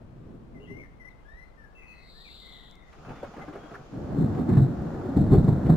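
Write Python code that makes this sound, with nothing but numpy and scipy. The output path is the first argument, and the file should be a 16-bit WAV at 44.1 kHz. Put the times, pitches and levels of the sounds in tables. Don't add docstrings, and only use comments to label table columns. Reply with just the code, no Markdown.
import sys
import numpy as np
from scipy import signal
from scipy.fft import rfft, irfft
from scipy.io import wavfile
from scipy.ndimage import uniform_filter1d, map_coordinates

SR = 44100
rng = np.random.default_rng(int(sys.argv[2]) if len(sys.argv) > 2 else 0)


def unload_audio(sound):
    columns = np.transpose(np.atleast_2d(sound))
    steps = np.round(np.clip(columns, -1, 1) * 32767)
    wavfile.write(sys.argv[1], SR, steps.astype(np.int16))


def to_linear_factor(level_db):
    exponent = np.asarray(level_db, float) / 20
    return 10 ** exponent


N = 254279
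TIME = np.arange(N) / SR
COARSE = TIME[::32]
CHANGE_S = 2.804


def unit(x):
    return x / np.sqrt(np.mean(x ** 2))


def band(x, lo_hz, hi_hz, order=2):
    return signal.sosfilt(signal.butter(order, [lo_hz, hi_hz], "band", fs=SR, output="sos"), x)


def low(x, hz, order):
    return signal.sosfilt(signal.butter(order, hz, fs=SR, output="sos"), x)


def pan(x, db):
    return x * to_linear_factor(np.array([db, -db]).reshape(2, -1) / 2)


def echo(x, t60, wet_db):
    t = TIME[:SR // 2]
    decay = np.exp(-np.log(1000) * t / t60)
    tail = rng.standard_normal((2, len(t))) * decay * np.minimum(t / 0.0029, 1)
    tail = tail / np.sqrt(np.sum(tail ** 2, axis=1, keepdims=True))
    return x + to_linear_factor(wet_db) * signal.fftconvolve(x, tail, axes=1)[:, :N]


def walk(rate):
    hold = int(SR / rate)
    steps = np.repeat(rng.standard_normal(N // hold + 1), hold)
    return uniform_filter1d(steps, hold)[:N]


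def coloured(points, side_db):
    hz, db = np.transpose(points)
    mid, side = rng.standard_normal((2, N))
    side = to_linear_factor(side_db) * side
    gain = to_linear_factor(np.interp(np.log(np.fft.rfftfreq(N, 1 / SR) + 1), np.log(hz), db))
    return unit(irfft(rfft([mid + side, mid - side]) * gain, N))


def swells(table, octave, spread_db, rise):
    power = 0
    for s, db, pitch, fall_s in table:
        away = np.maximum(COARSE - s, (s - COARSE) / rise) / max(fall_s, .01)
        power = power + to_linear_factor(2 * (db - spread_db * (octave - pitch) ** 2 - 20 * away))
    return power


def strength(octave, farthest_db, colour_db):
    # t/s, level/dB, loudest pitch/octaves above 100 Hz
    bed = [(0, -49, 0), (.8, -53, -1), (1.0, -57, 0.75), (1.25, -65, 1.7), (2.85, -65.5, 2.5),
           (3.03, -52.5, 2.5), (3.75, -48.5, 2.5), (3.9, -54, 2), (3.97, -35, 0.57), (4.2, -32, 0.85),
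           (4.7, -37.5, 1.11), (4.95, -33.5, 1), (5.155, -33.5, 1.09), (5.2, -22.5, 0.07),
           (5.42, -28, 0.52), (5.62, -27.5, 0.68), (5.77, -26, 0.6)]
    # peak t/s, peak level/dB, pitch/octaves above 100 Hz, time to fall 20 dB/s
    ebb = [(.02, -53, 1.7, 0), (.15, -56, -0.35, 1), (.17, -45, 0.74, -1), (.32, -47, 1.08, 0.36),
           (.57, -47.5, 1.2, 0.16), (.6, -48, -1.5, 0), (.64, -44.5, 1.5, 0), (.71, -44.5, 0.95, 0.11),
           (.78, -48, 1.38, 0.13), (.86, -55, 0.73, -0.07), (1.345, -47.5, -1.75, 0.17)]
    first = [(3.1, -45, 1.04, 0.12), (3.24, -48, 1.5, 0.099), (3.4, -46.5, 2, 0.087),
             (3.49, -48.5, 1.7, 0.054), (3.56, -48, 2.3, 0.027)]
    thuds = [(3.4, -49.5, 0.64, 0.09), (3.5, -50, 0.42, 0.14), (3.1, -45.5, 0.42, 0.093),
             (3.72, -54, 0.44, 0.11), (3.8, -49, 0.31, 0.13), (2.36, -57, -0.9, 0.18),
             (2.09, -63.5, 0.62, 0.62), (2.53, -65, 0.63, 0.73), (2.71, -61, .8, 0.37), (3.8, -56, .4, .1),
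             (3.6, -52.5, 0.49, 0.13), (1.82, -63, 0, 0.18), (5.2, -34, -0.52, .1), (4.8, -35, -0.63, .12),
             (1.62, -56, 0.27, .12), (3.29, -51, .6, 0.12), (3, -60.5, -0.36, .15), (.75, -50, -0.22, .08)]
    booms = [(3.96, -35.5, 1.05, 0.1), (4.22, -21.5, 0.59, 0.18), (4.26, -35, 0.19, 0.017),
             (4.32, -38, -0.58, 0.027), (4.39, -24, 0.95, 0.099), (4.5, -27, 1.49, 0.069),
             (4.535, -16.5, 0.25, 0.12), (4.585, -25.5, 1.17, 0.15), (4.615, -15.5, -0.12, 0.063),
             (4.65, -25.5, 0.32, 0.11), (4.69, -30.5, 0.83, 0.18), (4.83, -36, 0.92, 0.33),
             (4.92, -43, -1.2, 0.18), (5.12, -39, 0.9, 0.049), (5.172, -16, 0.67, 0.017),
             (5.19, -17.5, 0.27, 0.062), (5.25, -27, 0.58, 0.074), (5.28, -36, 0.84, 0.023),
             (5.32, -16.5, -0.44, 0.05), (5.335, -14.5, 0.62, 0.1), (5.39, -14.5, 0.5, 0.04),
             (5.44, -22, -0.57, 0.028), (5.49, -16, 0.69, 0.038), (5.53, -22, 0.34, 0.094),
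             (5.6, -27, -0.69, 0.072), (5.67, -20, 0.58, 0.078), (5.7, -17.5, 1.42, 0.015),
             (5.705, -26, -0.94, 0.064), (5.72, -17, 0.59, 0.076)]
    s, db, pitch = np.transpose(bed)
    bed_db = np.interp(COARSE, s, db) - 4.5 - 2.5 * (octave - np.interp(COARSE, s, pitch)) ** 2
    power = to_linear_factor(2 * farthest_db) + to_linear_factor(2 * bed_db)
    power = power + swells(ebb, octave, spread_db=10.5, rise=0.93)
    power = power + swells(first, octave, spread_db=1.0, rise=0.53)
    power = power + swells(thuds, octave, spread_db=20, rise=0.81)
    power = power + to_linear_factor(2 * colour_db) * swells(booms, octave, spread_db=9.5, rise=0.65)
    return np.interp(TIME, COARSE, np.sqrt(power))


def roll():
    # low f/Hz, high f/Hz, skirt order, front rate/s^-1, size scatter/dB, side level/dB,
    # share of the lean/1
    parts = [(26.4, 57, 2, 46, 7, -12.5, 0), (73.3, 131.5, 3, 160, 5, -15.5, 0.05),
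             (122.5, 218.5, 3, 320, 0.5, -14, 0), (216, 374, 2, 590, 3, -11.5, 0.2),
             (377, 605, 2, 900, 6, -7.5, 0.78), (651, 810, 1, 1200, -0.5, -5, 0.8),
             (1040, 1455, 2, 4000, 14, -8.5, 0.9)]
    farthest_db = (-57, -74, -67, -77.5, -71, -81, -84)
    boom_colour_db = (-1.5, -2.5, -1.64, 1.5, -26.5, 8, -2.5)
    # t/s, lean to the left/dB, extra width/dB
    drift = [(0, 12.5, 7), (1.0, 9, 13), (2.849, 10, 11.5), (3.05, -0.5, -0.5), (3.85, 2, 3), (4.1, 0, 4.5),
             (5.77, 0.7, 1.5)]
    at, lean, width = np.transpose(drift)
    lean_db, wide_db = np.interp(TIME, at, lean), np.interp(TIME, at, width)
    when, size, sign = rng.random((3, N))
    out = 0
    for part, floor_db, colour_db in zip(parts, farthest_db, boom_colour_db):
        lo_hz, hi_hz, steep, rate, scatter_db, side_db, share = part
        fronts = (when < rate / SR) * np.sign(sign - .5) * to_linear_factor(-scatter_db * np.log(size + 0.12))
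        sources = (fronts, *rng.standard_normal((2, N)))
        near, far, side = (unit(band(x, lo_hz, hi_hz, order=round(steep))) for x in sources)
        mid = near + 0.87 * far
        mid = unit(mid / np.sqrt(uniform_filter1d(mid ** 2, size=SR // 14)))
        side = side * np.minimum(to_linear_factor(side_db + wide_db), 1)
        octave = np.log2(lo_hz * hi_hz / 100 ** 2) / 2
        stereo = pan(np.array([mid + side, mid - side]), share * lean_db)
        out = out + strength(octave, floor_db, colour_db) * stereo
    return out


def claps():
    # t/s, peak level/dB, f/Hz, ring time/s
    strong_fronts = [(4.182, -39, 81.5, 0.08), (4.185, -7.5, 164, 0.26), (4.383, -13, 240, 0.16),
                     (4.488, -8, 231, 0.075), (4.572, -16, 82, 0.039), (4.57, 6, 135.2, 0.096),
                     (4.817, -10.5, 186, 0.067), (4.85, -18.5, 158, 0.37), (5.088, -14.5, 271.7, 0.47),
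                     (5.164, -9.5, 184, 0.11), (5.318, 0.5, 125, 0.22), (5.379, 4, 171, 0.047),
                     (5.442, -3, 177, 0.17), (5.484, 4, 141.3, 0.054), (5.694, -4, 306, 0.065),
                     (5.698, 0.5, 158.6, 0.26)]
    out, t = np.zeros((2, N + SR)), TIME[:SR // 4]
    for s, db, hz, ring_s in strong_fronts:
        fade = np.exp(-np.log(1000) * t / np.clip(ring_s, .01, .3))
        front = (1 - 2 * t * hz) * (t * hz < 1)
        ring = np.sin(2 * np.pi * hz * t) * fade
        rattle = unit(band(rng.standard_normal((2, len(t))), 340, 1200)) * fade
        clap = 0.097 * front + 0.41 * ring + 0.02 * rattle
        out[:, int(s * SR):int(s * SR) + len(t)] += to_linear_factor(db - 2.5) * clap
    return band(out[:, :N], 71, 1000)


def crackle():
    # t/s, peak level/dB, centre f/Hz, length/s, bright edge level/dB
    bursts = [(2.923, -60, 285, 0.056, 6), (2.98, -36.5, 297, 0.032, -14), (3.047, -40.5, 1010, 0.08, -22),
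              (3.091, -41, 318, 0.058, -4), (3.103, -34, 307, 0.054, -18), (3.157, -41.5, 257, 0.13, -3.5),
              (3.229, -22, 510, 0.02, -23), (3.336, -41.5, 885, 0.1, -7), (3.365, -29.5, 296, 0.045, -13),
              (3.414, -40, 272, 0.056, -3), (3.474, -37, 315, 0.053, -10), (3.527, -33, 380, 0.12, -11),
              (3.555, -36, 606, 0.028, -20), (3.63, -37.5, 300, 0.055, -9), (3.71, -34, 367, 0.12, -18),
              (3.741, -37.5, 1230, 0.046, -30)]
    out, t = np.zeros((2, N)), TIME[:SR // 5]
    for s, db, hz, length_s, edge_db in bursts:
        mid, side, edge = rng.standard_normal((3, len(t)))
        swarm = unit(band(mid, hz / 1.4, hz * 1.4)) + to_linear_factor(edge_db) * unit(band(edge, 1100, 2400))
        wide = 0.17 * unit(band(side, hz / 1.5, hz * 3.6))
        shape = np.minimum(t / 0.0023, 1) * np.exp(-t / np.clip(length_s / 2, .004, .05))
        burst = shape * np.array([swarm + wide, swarm - wide])
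        out[:, int(s * SR):int(s * SR) + len(t)] += to_linear_factor(db - 10.5) * burst
    return out


def snaps():
    # t/s, peak level/dB, centre f/Hz, length/s
    edges = [(2.93, -42.5, 1320, 0.017), (3.046, -43, 1060, .02), (3.093, -37, 1200, 0.021),
             (3.154, -43, 1200, .02), (3.196, -45, 1500, 0.016), (3.366, -39, 1000, 0.017),
             (3.392, -44, 1240, 0.015), (3.481, -43, 1200, 0.027), (3.633, -42, 1300, 0.024),
             (3.708, -39, 1070, .02), (3.932, -45, 1080, .03), (4.025, -48, 1140, 0.036),
             (4.098, -41, 920, 0.047), (4.145, -39, 890, 0.028), (4.248, -47, 1520, .02),
             (4.341, -35, 750, 0.047), (4.378, -41.5, 1300, 0.035), (4.495, -37, 1400, 0.013),
             (4.53, -36.5, 1280, 0.045), (4.569, -32.5, 1500, 0.0086), (4.765, -42, 1080, 0.017),
             (4.873, -52, 1020, .02), (4.937, -40.5, 1070, 0.024), (5.049, -41.5, 910, 0.027),
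             (5.113, -43.5, 1040, 0.025), (5.165, -39, 686, .025), (5.278, -47.5, 1090, .02),
             (5.315, -36, 955, 0.032), (5.335, -30.5, 1300, 0.018), (5.479, -36, 885, .025),
             (5.544, -51, 1090, 0.015), (5.66, -37.5, 1700, .015), (5.695, -36, 1090, 0.016),
             (2.927, -46.5, 2000, 0.0099), (3.048, -42, 1300, 0.0073), (3.089, -37, 1000, .008),
             (3.48, -37, 900, .012), (3.737, -38.5, 1390, .012), (4.348, -28, 800, .008),
             (3.562, -45, 1500, 0.018), (3.415, -43, 1200, .02), (3.242, -39, 1400, 0.026)]
    out, t = np.zeros((2, N + SR)), TIME[:SR // 5]
    for s, db, hz, length_s in edges:
        mid, side = (unit(band(x, hz / 1.8, hz * 1.33)) for x in rng.standard_normal((2, len(t))))
        shape = np.minimum(t / 0.0018, 1) * np.exp(-t / np.clip(length_s, .003, .06))
        splash = shape * np.array([mid + 0.38 * side, mid - 0.17 * side])
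        out[:, int(s * SR):int(s * SR) + len(t)] += to_linear_factor(db - 11.0) * splash
    return out[:, :N]


def knocks():
    # t/s, peak level/dB, f/Hz, length/s
    rings = [(0.294, -69, 330, 0.047), (0.598, -46, 420, 0.054), (0.685, -49, 406, 0.079),
             (0.803, -51, 430, 0.048), (2.98, -49.5, 155, 0.11), (3.08, -40, 155, 0.076),
             (3.1, -46.5, 817, 0.033), (3.229, -33.5, 593, 0.021), (3.237, -49.5, 1095, 0.035),
             (3.334, -48.5, 830, 0.036), (3.373, -45.5, 560, 0.032), (3.4, -47.5, 825, .05),
             (3.433, -44.5, 590, 0.026), (3.478, -39, 304, 0.05), (3.546, -42.5, 640, 0.046),
             (3.55, -43.5, 396, 0.034), (3.632, -44, 297, 0.048), (3.712, -49, 340, 0.067),
             (3.71, -48, 150, 0.039), (3.739, -44.5, 1300, 0.026), (3.742, -42, 1520, 0.03),
             (3.076, -43, 270, 0.019), (4.149, -29.5, 274, 0.13), (4.298, -32, 289, 0.082),
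             (4.489, -25, 330.4, 0.019), (4.12, -37, 627, 0.046), (4.36, -38.5, 730, 0.046),
             (5.338, -13, 128, 0.036), (5.029, -32.5, 370, 0.062), (5.165, -20.5, 293, 0.032),
             (5.173, -33, 680, 0.028), (5.205, -20.5, 155, 0.034), (5.21, -24, 296, 0.025),
             (5.311, -14.5, 260, 0.03), (5.323, -20, 400.7, 0.049), (5.323, -31, 698, 0.059),
             (5.321, -38.5, 1070, 0.043), (5.477, -35, 950, 0.023), (5.476, -22, 290, 0.028),
             (5.54, -22.5, 140, 0.046), (5.691, -25, 705, 0.02), (4.76, -38.5, 65, .09),
             (4.135, -27, 205, 0.037), (4.4, -37, 80, .05), (5.37, -26.5, 60, .05), (6.1, -28.5, 65, .05),
             (4.3, -29, 95, .04), (5.205, -24, 174, .03), (4.635, -29, 285, .03)]
    path_wobble_s = .002
    out = np.zeros(N)
    wobble = walk(160)
    for s, db, hz, length_s in rings:
        done = np.clip((TIME - s) / max(length_s, .01), 0, 1)
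        phase = hz * (2 * np.pi * (TIME - s) + path_wobble_s * wobble)
        out += to_linear_factor(db) * np.sin(np.pi * done ** 0.58) * np.sin(phase)
    return pan(out * to_linear_factor(2.9 * wobble), 1.7)


def street(x):
    # f/Hz, width/Hz, level/dB
    modes = [(66, 8.3, 0.5), (134, 22, 2), (240, 12, 4.5), (679, 30, 2.5), (83, 9.4, -2.5), (537, 89, -2)]
    out = x
    for hz, width_hz, db in modes:
        out = out + (to_linear_factor(db) - 1) * signal.lfilter(*signal.iirpeak(hz, hz / width_hz, fs=SR), x)
    return out


def thunder():
    distant = low(roll() + echo(claps(), .4, -9), 2000, order=8)
    out = distant + echo(crackle(), .15, -9) + echo(snaps() + knocks(), 0.089, -5.5)
    difference = low(out[0] - out[1], 600, order=1) / 2
    return street(out - 0.47 * difference * np.array([[1], [-1]]))


def notes(rows, throb_hz, swing, pan_db, rough_first, rough_last, ease=1):
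    attack, release = 0.28, 0.45
    start_db, end_db = -5.5, -2
    out = np.zeros(N)
    for start, length, db, first_hz, last_hz in rows:
        done = np.clip((TIME - start) / length, 0, 1)
        rough = np.clip(rough_first + (rough_last - rough_first) * done, 0, 1)
        level_db = db + np.interp(done, [0, attack, 1 - release, 1], [start_db, 0, 0, end_db])
        shake = rough * np.sin(2 * np.pi * np.cumsum(throb_hz * (1 + 0.14 * walk(30))) / SR)
        bend = 1 + 0.00427 * walk(90) + swing * (shake + 1.8 * rough ** 2 * walk(400))
        gate = np.clip(np.minimum(done, 1 - done) * length / 0.00091, 0, 1)
        hz = first_hz + (last_hz - first_hz) * (1 - (1 - done) ** ease)
        tone = np.sqrt(2) * np.sin(2 * np.pi * np.cumsum(hz * bend) / SR)
        out = out + tone * (1 + shake) * gate * to_linear_factor(level_db)
    return pan(out, pan_db)


def near_birds():
    # start t/s, length/s, level/dB, first f/Hz, last f/Hz
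    song = [(.545, 0.049, -63, 2105, 1976), (.675, 0.13, -54.5, 2000, 2170),
            (.998, 0.041, -55.5, 2085, 1965), (1.04, 0.054, -53.5, 1956, 2085),
            (1.25, 0.13, -58.5, 1637, 1955), (1.365, 0.086, -57.5, 1954, 2078),
            (1.575, 0.082, -59.5, 1820, 1705), (1.63, 0.1, -67.5, 1607, 1703),
            (2.14, 0.1, -66.5, 1685, 1954), (3.408, 0.03, -55.5, 2025, 2070)]
    chirps = [(.6, 0.068, -61.5, 2770, 2810), (.65, 0.04, -73, 3150, 3230), (.68, 0.081, -69, 2800, 2800),
              (.788, 0.053, -53, 2336, 1980), (.83, 0.033, -59.5, 1780, 1830),
              (2.245, .055, -56, 2570, 2050), (2.26, 0.078, -70, 2720, 2700),
              (2.29, 0.068, -68, 2740, 2740)]
    pips = [(1.75, 0.11, -58, 2675, 2530), (1.82, 0.021, -57, 2360, 2300),
            (1.865, 0.075, -54.5, 2590, 2540), (1.945, 0.087, -63, 2600, 2534),
            (3.05, 0.07, -63, 2620, 2560)]
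    faint = [(1.1, 0.03, -83, 4050, 3350), (1.085, 0.025, -85, 4150, 4100), (3.13, 0.12, -75, 3540, 3380),
             (3.58, 0.12, -74, 3270, 3290)]
    glide = [(1.205, .3, -81, 2750, 4120)]
    out = notes(song, 52, swing=0.027, pan_db=14, rough_first=.08, rough_last=.3)
    out = out + notes(chirps, 95, swing=0.031, pan_db=7.5, rough_first=0.526, rough_last=0.74)
    out = out + notes(pips, 95, swing=0.011, pan_db=6.5, rough_first=0.25, rough_last=0.58)
    out = out + notes(faint, 80, swing=0.011, pan_db=20.5, rough_first=0.49, rough_last=0.59)
    return out + notes(glide, 80, swing=.012, pan_db=9, rough_first=.6, rough_last=.7, ease=2.4)


def trill():
    # start t/s, length/s, level/dB, first f/Hz, last f/Hz
    held = [(1.775, 0.093, -68, 2024, 1950), (1.88, 0.21, -67.5, 1974, 2060),
            (2.41, 0.16, -65.5, 2067, 2000), (2.53, 0.16, -68, 2015, 1950), (2.715, 0.19, -69, 2120, 1930)]
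    return notes(held, 85, swing=0.0506, pan_db=8.0, rough_first=0.45, rough_last=0.7)


def buzz():
    start_s, peak_s, end_s = 1.87, 2.36, 2.71
    peak_db, start_db, end_db = -56.5, -80, -64.5
    first_hz, last_hz, sweeps_per_s = 4320, 3600, 146
    peak_sweep_hz, start_sweep_hz, end_sweep_hz = 680, 230, 560
    rising = TIME < peak_s
    late_s = np.maximum(TIME - end_s, 0)
    effort = 1 - np.interp(TIME, [start_s, peak_s, end_s], [1, 0, 1]) ** 2.1
    db = peak_db + (np.where(rising, start_db, end_db) - peak_db) * (1 - effort)
    db = db - 120 * late_s
    hz = np.interp(TIME, [start_s, end_s], [first_hz, last_hz])
    opening = effort ** np.where(rising, 1.3, .7)
    edge_hz = np.where(rising, start_sweep_hz, end_sweep_hz)
    depth_hz = peak_sweep_hz + (edge_hz - peak_sweep_hz) * (1 - opening)
    depth_hz = depth_hz * np.exp(-late_s / .12)
    cycle = np.cumsum(sweeps_per_s * (1 + .16 * walk(100))) / SR % 1
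    swept_hz = hz * (1 + .013 * walk(150)) + depth_hz * (1 - 2 * cycle)
    phase = 2 * np.pi * np.cumsum(swept_hz) / SR
    swell = np.sin(np.pi * cycle) ** .35 * to_linear_factor(2.2 * walk(250))
    tone = swell * (np.sin(phase) + to_linear_factor(-44) * np.sin(2 * phase))
    return pan(unit(tone) * to_linear_factor(db) * (TIME > start_s), 5.5)


def birds():
    near = echo(near_birds(), .5, -6.5)
    distant = echo(trill() + buzz(), .3, -2) * to_linear_factor(2.5)
    near = np.array([near[0], np.roll(near[1], 11)])
    return near + np.array([np.roll(distant[0], 2), distant[1]])


def ticks():
    # t/s, peak level/dB, left minus right/dB
    impulses = [
        (2.7005, -63, 5.0),
        (2.712, -53, 19),
        (2.7553, -53, 11),
    ]
    out = np.zeros((2, N))
    for s, db, pan_db in impulses:
        out[:, int(s * SR)] = to_linear_factor(db + 16.5 + np.array([pan_db, -pan_db]) / 2)
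    return band(out, 3500, 6100, order=1)


def dusk():
    # f/Hz, level per Hz/dB
    hush = [(15, 3.5), (25, 0), (50, -11.5), (110, -15.5), (300, -13.5), (500, -20), (1100, -18.5),
            (1600, -25.5), (2700, -32.5), (5000, -41), (9300, -49.5), (16000, -57)]
    return pan(coloured(hush, -0.4), 3.8) * to_linear_factor(-56.5 + 0.58 * walk(5.34))


def after_hiss():
    # f/Hz, level per Hz/dB
    hiss = [(900, -71), (1600, -10), (2400, -0.5), (3700, -6), (7300, -10), (7700, -26.5), (9000, -33),
            (16000, -38)]
    after = np.clip((TIME - CHANGE_S) / .15, 0, 1)
    return after * coloured(hiss, -0.23) * to_linear_factor(-64.5 + 0.88 * walk(18))


def scene():
    return thunder() + birds() + ticks() + dusk() + after_hiss()


def band_limit(x):
    return signal.sosfilt(signal.butter(12, 16830, fs=SR, output="sos"), x)


def record(dry):
    slip_hz = (3712, 3902)
    full = .55
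    rounded = dry / (1 + np.abs(dry / full) ** 5) ** (1 / 5)
    slip = np.cumsum(np.where(TIME < CHANGE_S, *slip_hz)) / SR % 1 - .5
    places = np.arange(N) + 0.87 * slip
    moved = np.array([map_coordinates(side, [places], order=3, mode="nearest") for side in rounded])
    moved = signal.sosfilt(signal.ellip(10, .2, 60, 15750, fs=SR, output="sos"), moved)
    return band_limit(moved)


dry = scene()
out = record(dry)
unload_audio(out)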